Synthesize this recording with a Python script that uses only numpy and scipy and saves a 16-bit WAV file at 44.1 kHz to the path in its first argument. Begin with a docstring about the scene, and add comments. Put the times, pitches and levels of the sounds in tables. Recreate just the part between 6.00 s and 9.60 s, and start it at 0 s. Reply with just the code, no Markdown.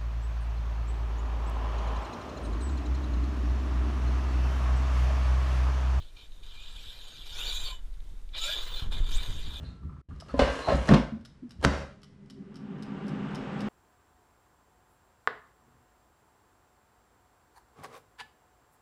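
"""Wind thuds on the microphone, over a faint hiss, as a small electric model truck rattles over a gravel pit.
The truck jumps a heap with the throttle cut, revs in the air and lands. Impacts of its gear teeth excite
the resonances of the plastic chassis; gears and shafts whine, mostly gliding upward, and the motor
controller gives a thin high squeal under hard throttle. The gravel walls return a short echo, and a
stronger gust sets in near the end."""
import sys
import numpy as np
from scipy import signal
from scipy.fft import rfft, irfft
from scipy.io import wavfile
from scipy.ndimage import uniform_filter1d

SR = 44100
rng = np.random.default_rng(int(sys.argv[2]) if len(sys.argv) > 2 else 0)


def unload_wav(signal):
    """Save mono or channel-first audio to the path in sys.argv[1] as 16-bit WAV at rate SR, clipped to [-1, 1]."""
    wavfile.write(
        sys.argv[1],
        SR,
        np.round(np.clip(np.atleast_2d(signal).T, -1, 1) * 32767).astype(np.int16),
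    )


N = 158760

# Midrange chassis modes. Each row: frequency in Hz, bandwidth in Hz, relative gain in dB.
MID_MODES = [(2393, 134, -4.5), (2582, 49, -13.5), (3098, 297, -2.5), (3595, 203, 5), (3776, 481, -1),
             (4106, 280, -5), (4525, 140, -8), (5295, 430, -18.5)]


def amp(db):
    """Amplitude ratio of a level in decibels."""
    return 10 ** (np.asarray(db) / 20)


def unit_rms(x):
    """Normalisation to unit mean power."""
    return x / np.sqrt(np.mean(x ** 2) + 1e-20)


def envelope(table, column):
    """Linear interpolation of one column of a time table at every sample."""
    rows = np.array(table)
    return np.interp(np.arange(N) / SR, rows[:, 0], rows[:, column])


def coloured_noise(spectrum):
    """Spectral shaping of white noise, interpolated over log frequency."""
    corner_hz, db = np.transpose(spectrum)
    hz = np.fft.rfftfreq(N, 1 / SR)
    shape_db = np.interp(np.log(hz + 1), np.log(corner_hz + 1), db, left=-80, right=-80)
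    return unit_rms(irfft(rfft(rng.standard_normal(N)) * amp(shape_db), N))


def wobble(seconds):
    """Low-pass noise: a random curve of unit RMS, smooth over the given time."""
    size = max(int(seconds * SR), 1)
    return unit_rms(uniform_filter1d(uniform_filter1d(rng.standard_normal(N), size), size))


def resonate(x, hz, width_hz, stages=2):
    """Heterodyne band-pass: each stage shifts the frequency hz to zero, smooths and shifts back."""
    carrier = np.exp(2j * np.pi * np.cumsum(hz * np.ones(len(x))) / SR)
    pole = np.exp(-np.pi * width_hz / SR)
    for _ in range(stages):
        x = 2 * (carrier * signal.lfilter([1 - pole], [1, -pole], x / carrier)).real
    return x


def hiss(hiss_db=-66, tone_hz=8600, tone_db=-88):
    """Broadband noise is heard as faint hiss, narrowband noise as a thin wavering tone."""
    # Hiss spectrum. Each row: frequency in Hz, relative spectral density in dB.
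    spectrum = [(120, -3.5), (200, -9), (488, -9.5), (1130, -15.5), (1780, -17.5), (2510, -17.5),
                (8660, -23.5), (15500, -31.5)]
    tone = resonate(rng.standard_normal(N), tone_hz, width_hz=40, stages=1)
    noise = coloured_noise(spectrum) * amp(1.2 * wobble(0.038))
    return amp(hiss_db) * unit_rms(noise) + amp(tone_db) * unit_rms(tone)


def wind(gust_db=3.5, gust_s=0.023):
    """Turbulent pressure on the microphone gives low thuds and lumpy flutter."""
    # Wind before and during the stronger gust. Each row: time in seconds, thud and flutter levels in dB.
    breeze, gust = [
        [(0.0, -35.5, -62), (0.07, -46, -61.5), (0.78, -40, -60.5), (1.14, -47.5, -59), (1.61, -30.5, -55.5),
         (1.68, -36.5, -58.5), (2.58, -37, -60.5), (2.69, -33, -57), (2.8, -33, -58)],
        [(2.83, -32, -41), (2.872, -27, -38), (2.984, -28.5, -41), (3.008, -36, -39), (3.076, -32, -42),
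         (3.16, -20, -43.5), (3.212, -28.5, -48.5), (3.388, -30.5, -40), (3.6, -37, -49)],
    ]
    # Spectra of the two bands. Each row: frequency in Hz, relative spectral density in dB.
    thud_spectrum = [(4.7, -7.5), (8.0, 4.5), (21, 1), (32, -2), (54, -16), (88, -26.5), (120, -65),
                     (160, -60), (200, -80)]
    flutter_spectrum = [(29, -45), (50, 0), (92, -3), (146, -12.5), (269, -20), (439, -25), (600, -48),
                        (780, -127)]
    levels = breeze + gust
    flutter = unit_rms(coloured_noise(flutter_spectrum) * amp(gust_db * wobble(gust_s)))
    thuds = coloured_noise(thud_spectrum)
    return amp(envelope(levels, 1)) * thuds + amp(envelope(levels, 2)) * flutter


def buffets(settle_hz=26, settle_s=.01):
    """Abrupt pushes of wind on the microphone are damped oscillations that sag in pitch."""
    # Each row: start in seconds, peak level in dB, initial frequency in Hz, 60 dB decay time in seconds.
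    pushes = [(2.823, -21, 75, .07), (3.003, -15.5, 44, .4)]
    out, t = np.zeros(N), np.arange(SR // 3) / SR
    for start, db, hz, t60 in pushes:
        first = round(start * SR)
        cycles = settle_hz * t + (hz - settle_hz) * settle_s * (1 - np.exp(-t / settle_s))
        out[first:first + len(t)] += amp(db - 60 * t / t60) * np.sin(2 * np.pi * cycles)
    return out


def pit_echo(direct, echo_db=-15.5, t60_s=0.15, delay_s=.008):
    """Diffuse reflection from the gravel walls adds an exponentially decaying tail."""
    t = np.arange(SR // 2) / SR
    tail = rng.standard_normal(len(t)) * amp(-60 * t / t60_s) * (t > delay_s)
    return direct + amp(echo_db) * signal.fftconvolve(direct, tail / np.linalg.norm(tail))[:N]


def chassis(force, modes, swell_db=2.2, wander_s=.03):
    """Modal superposition: resonances of alternating sign swell and fade at random as the truck turns."""
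    out = np.zeros(N)
    for k, (centre_hz, width_hz, db) in enumerate(modes):
        hz = centre_hz * (1 + .012 * wobble(wander_s))
        gain = (-1) ** k * amp(db + swell_db * wobble(wander_s))
        out += gain * resonate(force, hz, 1.7 * width_hz)  # two wide stages make one narrower peak
    return unit_rms(out)


def jolts(decay_s=.004):
    """Shock excitation: each jolt is a fast-decaying burst of noise coloured by the chassis modes."""
    # Each row: start in seconds, initial level in dB.
    shocks = [(.32, -55.5), (0.433, -48.5), (1.9402, -54), (2.0033, -58.5), (2.0986, -64), (2.2913, -54),
              (2.368, -37.5), (2.4987, -35), (2.928, -39)]
    t, noise = np.arange(N) / SR, rng.standard_normal(N)
    bursts = sum(amp(db) * (t > start) * np.exp(-np.maximum(t - start, 0) / decay_s)
                 for start, db in shocks)
    return bursts * chassis(noise, MID_MODES)


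def controller_squeal(hz=15080, width_hz=220, ramp_s=.02):
    """Switching in the motor controller gives a high narrowband fizz under hard throttle."""
    # Each row: start in seconds, duration in seconds, level in dB.
    spells = [(1.374, 0.31, -68), (2.38, .44, -65), (3.098, 0.16, -70)]
    t = np.arange(N) / SR
    gate = sum(amp(db) * np.clip(np.minimum(t - start, start + length - t) / ramp_s, 0, 1)
               for start, length, db in spells)
    fizz = resonate(rng.standard_normal(N), hz, width_hz)
    return gate * unit_rms(fizz * amp(2.1 * wobble(0.014)))


def whines(rasp_hz=4200, rasp_glide_hz=450):
    """Periodic motion of gears and shafts gives tones; the higher and the wider the glide, the raspier."""
    # Each row: start and duration in seconds, first and last frequency in Hz, level in dB.
    glides = [(0.543, 0.13, 2334, 2557, -58.5), (0.594, 0.37, 7400, 7840, -68.5),
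              (1.103, .08, 6670, 6200, -64.5), (1.22, 0.092, 8700, 12700, -72),
              (1.316, 0.12, 4300, 7900, -53.5), (1.32, 0.29, 1450, 1493, -55.5),
              (1.368, 0.42, 7050, 7400, -54), (1.374, 0.078, 2410, 3130, -46.5),
              (1.454, 0.17, 3770, 4020, -41.5), (1.458, 0.062, 4490, 4600, -40.5),
              (1.659, 0.1, 1069, 1013, -53.5), (1.643, 0.08, 4570, 4400, -45.5),
              (1.697, 0.11, 3040, 2970, -55.5), (2.393, 0.16, 1283, 1510, -48),
              (2.408, 0.07, 6820, 7350, -42.5), (2.42, 0.2, 3480, 3550, -40.5),
              (2.447, 0.041, 7400, 10100, -52.5), (2.435, 0.11, 509, 691, -51.5),
              (2.476, 0.088, 1613, 1716, -46), (2.753, 0.057, 3970, 4180, -47.5),
              (3.117, 0.07, 4600, 9300, -47.5), (3.164, 0.056, 2350, 2300, -50.5)]
    out = np.zeros(N)
    noise = rng.standard_normal(N)
    for start, length, from_hz, to_hz, db in glides:
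        first, n = round(start * SR), round(length * SR)
        progress = np.arange(n) / n
        hz = from_hz + (to_hz - from_hz) * progress
        glide_hz = abs(to_hz - from_hz)
        rasp = unit_rms(resonate(noise[first:first + n], hz, width_hz=.027 * from_hz + .16 * glide_hz))
        rasp_gain = (from_hz / rasp_hz) ** 3 + glide_hz / rasp_glide_hz + .6
        tone = np.sin(2 * np.pi * np.cumsum(hz) / SR)
        swell = np.sin(np.pi * progress ** .7) ** .7
        out[first:first + n] += amp(db) * swell * unit_rms(tone + rasp_gain * rasp)
    return out * amp(1.5 * wobble(.008))


def gear_rattle(teeth_per_s=5000, spread_db=1.5, clump_db=1, clump_s=0.0075):
    """Impulse excitation: dense, uneven clicks of the gear teeth ring the chassis in four bands."""
    # Each row: time in seconds, midrange level in dB, low band and treble in dB relative to it.
    drive = [(0.01, -56, -16.5, -16), (0.15, -70, -5, -16), (0.17, -51, -15, -20),
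             (0.265, -56.5, -14.5, -16), (0.29, -65, -11, -13), (0.415, -68.5, -6, -10),
             (0.44, -53.5, -12, -16.5), (0.62, -53.5, -11, -16.5), (0.76, -48.5, -14, -17.5),
             (0.83, -48, -14.5, -17), (1.21, -52, -12, -15.5), (1.33, -45, -15, -15.5),
             (1.38, -42, -10, -12.5), (1.45, -37, -11.5, -14), (1.57, -39.5, -15.5, -11.5),
             (1.59, -44, -10, -10), (1.69, -36, -17, -19), (1.82, -74.5, 3, -10), (2.31, -76, -2.5, -8),
             (2.35, -43.5, -9.5, -30), (2.38, -36.5, -13.5, -16), (2.41, -41.5, -19, -14.5),
             (2.44, -31.5, -17.5, -15), (2.51, -34.5, -17, -14.5), (2.57, -39, -9.5, -15),
             (2.72, -47, -5, -13.5), (2.78, -38.5, -12, -19), (2.835, -47.5, -5, -16.5),
             (2.905, -63.5, 2, -11.5), (2.922, -42.5, -5.5, -14.5), (3.05, -50.5, -6.5, -15),
             (3.12, -41.5, -11.5, -11), (3.22, -42.5, -9, -12), (3.35, -48, -6.5, -10.5),
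             (3.43, -47.5, -10.5, -16), (3.6, -47, -8.5, -15.5)]
    # Highest band, brightest on the approach. Each row: time in seconds, dB relative to the treble.
    brightness = [(0, -11), (.8, -4.5), (1.6, -7), (2.5, -8), (3.1, -7)]
    # Chassis modes by band. Each row: frequency in Hz, bandwidth in Hz, relative gain in dB.
    low_modes = [(462, 325, 0.5), (1001, 216, 4), (1407, 206, 4.5), (1656, 163, 3.5), (2083, 203, 2)]
    treble_modes = [(5985, 230, 5.5), (6794, 280, 9), (7480, 176, 7), (8520, 460, 1.5), (9320, 290, 1)]
    highest_modes = [(10050, 350, -1.5), (11580, 430, 0), (12700, 250, 1), (13900, 1800, -9.5)]
    clicks = (rng.random(N) < teeth_per_s / SR) * rng.choice([-1., 1.], N)
    strength_db = spread_db * np.minimum(rng.exponential(1, N), 4)
    clicks *= amp(strength_db + clump_db * wobble(clump_s))
    mid_db = envelope(drive, 1)
    low_db = mid_db + envelope(drive, 2)
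    treble_db = mid_db + envelope(drive, 3)
    highest_db = treble_db + envelope(brightness, 1)
    return (amp(mid_db) * chassis(clicks, MID_MODES)
            + amp(low_db) * chassis(clicks, low_modes)
            + amp(treble_db) * chassis(clicks, treble_modes, swell_db=2.8)
            + amp(highest_db) * chassis(clicks, highest_modes, swell_db=2.8))


def scene():
    """Superposition of the truck, its echo, wind and hiss in one channel."""
    truck = gear_rattle() + whines() + controller_squeal() + jolts()
    return (pit_echo(truck) + wind() + buffets() + hiss())[None]


def record(dry, cutoff_hz=15330):
    """Band limiting by a steep linear-phase low-pass filter."""
    lowpass = signal.firwin(511, cutoff_hz, window=("kaiser", 9), fs=SR)
    return signal.oaconvolve(dry, lowpass[None], "same")


dry = scene()
out = record(dry)
unload_wav(out)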